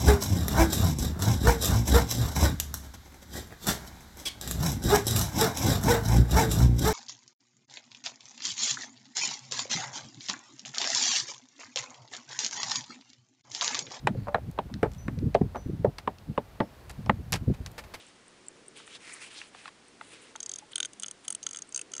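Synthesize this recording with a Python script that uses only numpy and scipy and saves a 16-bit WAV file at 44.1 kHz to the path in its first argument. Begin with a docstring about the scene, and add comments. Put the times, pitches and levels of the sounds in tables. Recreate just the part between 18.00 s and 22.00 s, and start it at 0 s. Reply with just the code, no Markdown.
"""A quiet room, one microphone close to a mechanical wristwatch held in the hand.
The watch is turned over, then wound in short twists of the crown: the ratchet pawl snaps over the teeth
and rings the movement. Fingertips tap and bump the case, skin rubs on strap and case, and the escapement
ticks faintly. Behind the watch lie the hiss and low rumble of the room."""
import sys
import numpy as np
from scipy import signal
from scipy.fft import rfft, irfft
from scipy.io import wavfile

SR = 44100
rng = np.random.default_rng(int(sys.argv[2]) if len(sys.argv) > 2 else 0)


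def put_to_file(sound):
    """Save the sound as 16-bit audio at rate SR, in the file named by the first command-line argument."""
    columns = np.atleast_2d(sound).T  # one column per channel
    safe = np.clip(columns, -1, 1)
    whole_steps = np.round(safe * 32767)
    wavfile.write(sys.argv[1], SR, whole_steps.astype(np.int16))


N = 176400

# pawl snaps: t/s, then level/dB of the upper, case, plate and top rings
PAWL = [(2.3585, -30.5, -56, -38.5, -37), (2.4019, -23, -65, -40, -28), (2.4277, -22.5, -61, -40.5, -25),
        (2.4598, -22.5, -64.5, -47, -25), (2.492, -24.5, -71, -40, -26), (2.5144, -24.5, -65, -40.5, -25),
        (2.5358, -23.5, -81, -40, -27.5), (2.5576, -28, -100, -41, -26), (2.5843, -26.5, -69, -48, -26),
        (2.7307, -68, -63, -34.5, -64), (2.7557, -24, -48, -21.5, -9), (2.779, -30, -44, -31, -15.5),
        (2.8011, -19, -41.5, -22, -14), (2.827, -20.5, -48.5, -24, -24.5), (2.8475, -27, -48, -32.5, -24.5),
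        (2.8539, -25, -61, -37, -18), (2.9316, -39, -79, -53, -27.5), (2.9966, -32, -74, -44, -21),
        (3.022, -31, -62, -42, -24), (3.0318, -22.5, -51, -31.5, -17.5), (3.0417, -62, -53, -34, -66),
        (3.0604, -27, -59, -44, -24), (3.0812, -29, -62, -41, -23.5), (3.1102, -32, -63, -44.5, -21),
        (3.2791, -21.5, -54, -30, -12.5), (3.3025, -25.5, -53, -41, -11), (3.3238, -33, -58, -41.5, -14),
        (3.3482, -32, -61, -36, -13), (3.4279, -26.5, -77, -40.5, -27), (3.4645, -17.5, -44.5, -28.5, -19),
        (3.488, -31, -65, -42, -27), (3.5087, -28.5, -59, -46, -28), (3.5301, -26, -58, -50, -25.5),
        (3.5453, -32.5, -52.5, -38, -34), (3.5586, -31.5, -55, -41.5, -23),
        (3.5693, -24.5, -60, -48.5, -31), (3.587, -31, -60, -44, -27.5), (3.6194, -24, -98, -48, -29.5),
        (3.7221, -32.5, -68, -54, -35), (3.7446, -19.5, -59, -43, -31), (3.7595, -18.5, -56, -40.5, -13),
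        (3.7744, -24, -56, -39, -18), (3.791, -30, -53.5, -36, -23), (3.8125, -27, -60.5, -38.5, -20.5),
        (3.916, -34.5, -71, -52, -30.5), (3.935, -22, -51.5, -34.5, -46), (3.9498, -31, -62, -40, -30),
        (3.964, -25.5, -52.5, -50, -34), (3.9786, -26.5, -58, -42.5, -31.5), (3.9964, -23, -64, -48, -40)]
# modes of those four rings, one list each: f/Hz, level/dB, t60/s
MOVEMENT = [
    [(4750, -23, 0.015), (5550, -25.5, 0.016), (6140, -8.5, 0.0073), (6466, -6.5, 0.013),
     (7080, -17.5, 0.009), (7480, -9.5, 0.0062)],
    [(1478, 8.5, 0.012), (2300, 19.5, 0.0021)],
    [(3118, -0.5, 0.009), (3503, -3.5, 0.01), (4000, -2.5, 0.0033)],
    [(8220, -17.5, 0.0067), (9030, -16, 0.0097), (9030, -31.5, 0.0062)],
]
# noise band that goes with each ring: low f/Hz, high f/Hz, level/dB
CRACK_BANDS = [(4100, 9300, -6), (1500, 2700, 13), (2600, 3100, -2.5), (7100, 12500, -5)]
# the grip changes between twists and retunes two rings: from t/s, case pitch/ratio, plate pitch/ratio
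GRIP = [(2.3, 0.93, 1.06), (2.7, 1.007, 1.03), (2.9, 0.91, 0.97), (3.7, 0.988, 0.857), (3.9, 0.935, 0.95)]
# light rebounds of the pawl after some snaps: t/s, level/dB
REBOUNDS = [(2.436, -33), (2.519, -42), (2.541, -45), (2.764, -37.5), (2.8395, -49), (2.859, -39.5),
            (3.309, -39), (3.436, -28)]
def ratchet():
    """The pawl drops behind a tooth and rings wheels, plate and case; rebounds stir the upper ring."""
    times, *levels = np.transpose(PAWL)
    grip_start, case_pitch, plate_pitch = np.transpose(GRIP)
    twist = np.searchsorted(grip_start, times) - 1
    pitches = (1, case_pitch[twist], plate_pitch[twist], 1)
    blows = times + 0.0013
    scatter = dict(spread_s=0.0004865, detune=0.007, varies_db=1)
    out = np.zeros(N)
    for db, modes, (low_hz, high_hz, crack_db), pitch in zip(levels, MOVEMENT, CRACK_BANDS, pitches):
        out += strike(blows, db[:, None], modes, attack_s=0.00029, pitch=pitch, **scatter)
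        out += crack(blows, db + crack_db, low_hz, high_hz)
    rebound_times, rebound_db = np.transpose(REBOUNDS)
    return out + strike(rebound_times, rebound_db[:, None], MOVEMENT[0], attack_s=0.00037, **scatter)


def crack(times, db, low_hz, high_hz):
    """Steel on steel gives a dry burst of band noise; a faint rising noise leads into each burst."""
    lead_in_db, lead_in_rise_s, t60_s = -9, 0.00079, 0.008
    t = np.arange(-300, 700) / SR   # the blow falls at t = 0
    lead_in = amp(lead_in_db) * np.exp(t / lead_in_rise_s)
    envelope = np.where(t < 0, lead_in, amp(-60 * np.abs(t) / t60_s))
    bursts = np.zeros(N + SR)
    for onset, gain in zip(times + t[0], amp(db)):
        start = int(onset * SR)
        bursts[start:start + len(t)] += gain * envelope * rng.standard_normal(len(t))
    return bandpass(bursts[:N] + 1e-18, low_hz, high_hz, order=2)


# fingertip taps, and last a knock of the case that goes with the first pawl snap: t/s, level/dB, brightness/(dB
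# per octave), pitch/ratio
TAPS = [(0.8, -40.5, -9, 1.06), (0.876, -39, -1.5, 0.98), (1.079, -55, 12, 0.53), (1.096, -48, 3.5, 0.71),
        (1.415, -46, 12, 0.71), (1.547, -32.5, -8, 0.88), (1.656, -30.5, -3.5, 1.01),
        (1.678, -31.5, -8, 1.28), (1.688, -41, -3.5, 1), (2.011, -27.5, -9, 1.06),
        (2.354, -30.5, -9, 1.064)]
# modes of the tapped case: f/Hz, level/dB, t60/s
CASE_MODES = [(629, -27.5, 0.026), (843, -17, 0.026), (1303, 2.5, 0.0061), (1920, -5, 0.011),
              (2590, 0, 0.006), (3280, 4.5, 0.0041), (3850, -2, 0.0075)]
def taps():
    """Fingertips and nails knock the case; harder contacts ring the upper modes more."""
    times, db, brightness, pitch = np.transpose(TAPS)
    octaves = np.log2(np.transpose(CASE_MODES)[0] / 1200)   # brightness pivots on 1200 Hz
    mode_db = db[:, None] + brightness[:, None] * octaves
    return strike(times, mode_db, CASE_MODES,
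                  attack_s=0.00084, spread_s=0.00033, detune=0.015, varies_db=1.5, pitch=pitch)


# bumps of the finger pads: t/s, level/dB, f/Hz
BUMPS = [(2.623, -30.5, 847), (2.975, -37.5, 200), (3.300, -37, 860), (3.315, -42.5, 212)]
# the ring of a bump: pitch/ratio, level/dB, t60/cycles
BUMP_RING = [(1.0, -16.5, 38)]
def bumps():
    """A padded contact starts softly and rings a few dozen cycles."""
    out = np.zeros(N)
    for onset, db, hz in BUMPS:
        modes = [(ratio * hz, ring_db, cycles / hz) for ratio, ring_db, cycles in BUMP_RING]
        out += strike([onset], np.array([[db]]), modes,
                      attack_s=0.5 / hz, spread_s=0.00072, detune=0.006, varies_db=0.49)
    return out


# skin sliding on leather and metal, one list a stroke: t/s, body level/dB, resonance f/Hz, treble level/dB
STROKES = [
    [(-.03, -47, 3320, -48), (.06, -62, 3000, -97), (.12, -58, 3180, -75)],
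    [(.74, -60, 2950, -99), (.774, -48.5, 3100, -48.5), (.825, -56.5, 3080, -105), (.872, -60, 2370, -49.5),
     (.9, -53, 2720, -75), (.934, -50.5, 3180, -85), (.954, -44.5, 3530, -92), (.985, -50, 3020, -76)],
    [(.99, -54.5, 2400, -76), (1.04, -52, 2380, -67), (1.095, -47, 2040, -78), (1.14, -48.5, 2280, -40),
     (1.172, -50, 2050, -104), (1.195, -53, 2100, -86), (1.225, -43.5, 2300, -59), (1.26, -49, 2800, -58),
     (1.3, -48.5, 2600, -71)],
    [(1.29, -48, 2830, -77), (1.34, -51, 2500, -55), (1.385, -44.5, 4160, -77), (1.41, -49, 2530, -91),
     (1.5, -61.5, 2540, -50)],
    [(1.52, -61, 2100, -79), (1.6, -53, 2520, -85), (1.63, -57, 2220, -63), (1.68, -51, 1610, -85),
     (1.72, -77, 1780, -65)],
    [(2.0, -58, 2420, -63), (2.09, -59, 2500, -60.5), (2.135, -50.5, 2200, -54), (2.18, -58.5, 2510, -123),
     (2.22, -57, 2260, -53.5), (2.34, -59, 2100, -104)],
    [(2.58, -35, 3000, -82), (2.62, -76, 3160, -76), (2.7, -80, 2910, -95), (2.72, -48.5, 3020, -46.5),
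     (2.74, -56, 2940, -69)],
    [(3.225, -86, 3000, -70), (3.25, -49.5, 2840, -47), (3.275, -65, 3050, -79)],
]
# breadth of the resonance in each stroke: width/Hz
STROKE_WIDTHS = [2000, 1900, 1100, 2600, 2400, 3000, 3000, 3000]
def rubbing():
    """Dense friction grains pass a gliding resonance, a broad mid band and a treble band."""
    grains_per_s, grain_spread_db, mid_db, fade_s = 15000, 1.5, 4, 0.025
    contacts = rng.random(N) < grains_per_s / SR
    grains = contacts * rng.standard_normal(N) * amp(grain_spread_db * rng.exponential(1, N))
    mid = rms_one(bandpass(grains, 1300, 6500, order=1))
    treble = rms_one(bandpass(grains, 6000, 12000, order=2))
    out = np.zeros(N)
    for stroke, width_hz in zip(STROKES, STROKE_WIDTHS):
        times, body_db, hz, treble_db = np.transpose(stroke)
        span = np.arange(max(int(times[0] * SR), 0), int(times[-1] * SR))
        t = span / SR
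        resonance = gliding_resonance(grains[span], np.interp(t, times, hz), width_hz)
        body = amp(np.interp(t, times, body_db)) * rms_one(resonance + amp(mid_db) * mid[span])
        top = amp(np.interp(t, times, treble_db)) * treble[span]
        fade = np.clip(np.minimum(t - times[0], times[-1] - t) / fade_s, 0, 1)
        out[span] += fade * (body + top)
    return out


# escapement beats, five a second, heard only now and then: t/s, level/dB
BEATS = [(0.0838, -42.5), (0.2798, -44), (0.483, -39), (0.6808, -47), (1.6776, -52), (1.882, -54),
         (2.681, -51), (2.8865, -56), (3.69, -44)]
# modes of a tick: f/Hz, level/dB, t60/s
TICK_MODES = [(8600, 0, 0.0094), (7680, 3, 0.0047)]
def escapement():
    """Each beat, faint even this close, is a weak unlocking contact and then a louder drop."""
    unlock_lead_s, unlock_db = 0.018, -8
    drops, drop_db = np.transpose(BEATS)
    times = np.r_[drops, drops - unlock_lead_s]
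    db = np.r_[drop_db, drop_db + unlock_db]
    return strike(times, db[:, None], TICK_MODES,
                  attack_s=0.00081, spread_s=0.0003, detune=0.0046, varies_db=7.6)


# room tone, the spectra of its three noises: f/Hz, relative level/dB
HISS = [(290, -30), (500, -2), (2000, -4), (4000, -8), (6500, -10.5), (8000, -13), (11000, -14)]
RUMBLE = [(25, -12.5), (50, -18), (120, -2), (200, -0.5), (300, 2), (500, -4), (900, -25.5)]
SWELL = [(150, -30), (300, -4), (440, 0), (620, -14), (900, -35)]
# rise and fall of the low-mid swell: t/s, level/dB
SWELL_LEVEL = [(0, -77), (.3, -71), (.55, -61.5), (1.0, -63), (1.5, -75), (1.9, -72), (2.099, -61),
               (2.9, -71.5), (3.6, -80), (3.85, -60.5), (4, -62)]
def room():
    """Behind the watch: steady hiss and rumble, a slowly swelling low-mid band and faint mains hum."""
    hiss_db, rumble_db, hum_db, mains_hz = -59, -63, -82.5, 60
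    t = np.arange(N) / SR
    times, swell_db = np.transpose(SWELL_LEVEL)
    steady = amp(hiss_db) * coloured(HISS) + amp(rumble_db) * coloured(RUMBLE)
    swell = amp(np.interp(t, times, swell_db)) * coloured(SWELL)
    hum = amp(hum_db) * np.sqrt(2) * np.sin(2 * np.pi * mains_hz * t)
    return steady + swell + hum


def strike(times, db, modes, attack_s, spread_s, detune, varies_db, pitch=1):
    """Each blow rings the modes a moment apart, varied in strength and tuning; db is blows x modes."""
    damping_curve = 1.9   # above 1 a ring holds at first, then dies away quickly
    hz, mode_db, t60 = np.transpose(modes)[:, None, :, None]
    size = int(t60.max() * SR) + 200
    draws = rng.standard_normal((len(times), 3, len(modes), 1))
    lateness, tuning, strength = np.moveaxis(draws, 1, 0)
    t = np.maximum(np.arange(size) / SR - spread_s * np.abs(lateness), 0)
    envelope = (1 - np.exp(-t / attack_s)) ** 2 * amp(-60 * (t / t60) ** damping_curve)
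    hz = hz * np.reshape(pitch, (-1, 1, 1)) * (1 + detune * tuning)
    gain = amp(db[..., None] + mode_db + varies_db * strength)
    rings = gain * envelope * np.sin(2 * np.pi * hz * t)
    out = np.zeros(N + size + SR)
    for onset, ring in zip(times, rings.sum(axis=1)):
        start = int(onset * SR)
        out[start:start + size] += ring
    return out[:N]


def gliding_resonance(x, hz, width_hz):
    """Two resonators in series, retuned every 128 samples; rms 1."""
    radius = np.exp(-np.pi * width_hz / SR)
    out, state = np.zeros(len(x)), np.zeros((2, 2))
    for i in range(0, len(x), 128):
        angle = 2 * np.pi * hz[i] / SR
        resonator = [0.61, 0, -0.52, 1, -2 * radius * np.cos(angle), radius ** 2]
        out[i:i + 128], state = signal.sosfilt([resonator] * 2, x[i:i + 128], zi=state)
    return rms_one(out)


def coloured(spectrum):
    """Steady noise with the given spectrum; rms 1."""
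    hz, db = np.transpose(spectrum)
    bin_hz = np.maximum(np.arange(N // 2 + 1) * SR / N, 1)
    gain = amp(np.interp(np.log(bin_hz), np.log(hz), db))
    return rms_one(irfft(rfft(rng.standard_normal(N)) * gain, N))


def bandpass(x, low_hz, high_hz, order):
    return signal.sosfilt(signal.butter(order, [low_hz, high_hz], "band", fs=SR, output="sos"), x)


def amp(db):
    return 10 ** (np.asarray(db) / 20)


def rms_one(x):
    return x / np.sqrt(np.mean(x ** 2) + 1e-20)


def scene():
    """Watch and fingers up close, the room behind, all on one microphone."""
    return (ratchet() + escapement() + taps() + bumps() + rubbing() + room())[None]


def record(dry):
    """The top of the microphone signal is cut steeply."""
    cutoff_hz = 10220
    return signal.sosfilt(signal.cheby2(24, 42, cutoff_hz, fs=SR, output="sos"), dry)


dry = scene()
out = record(dry)
put_to_file(out)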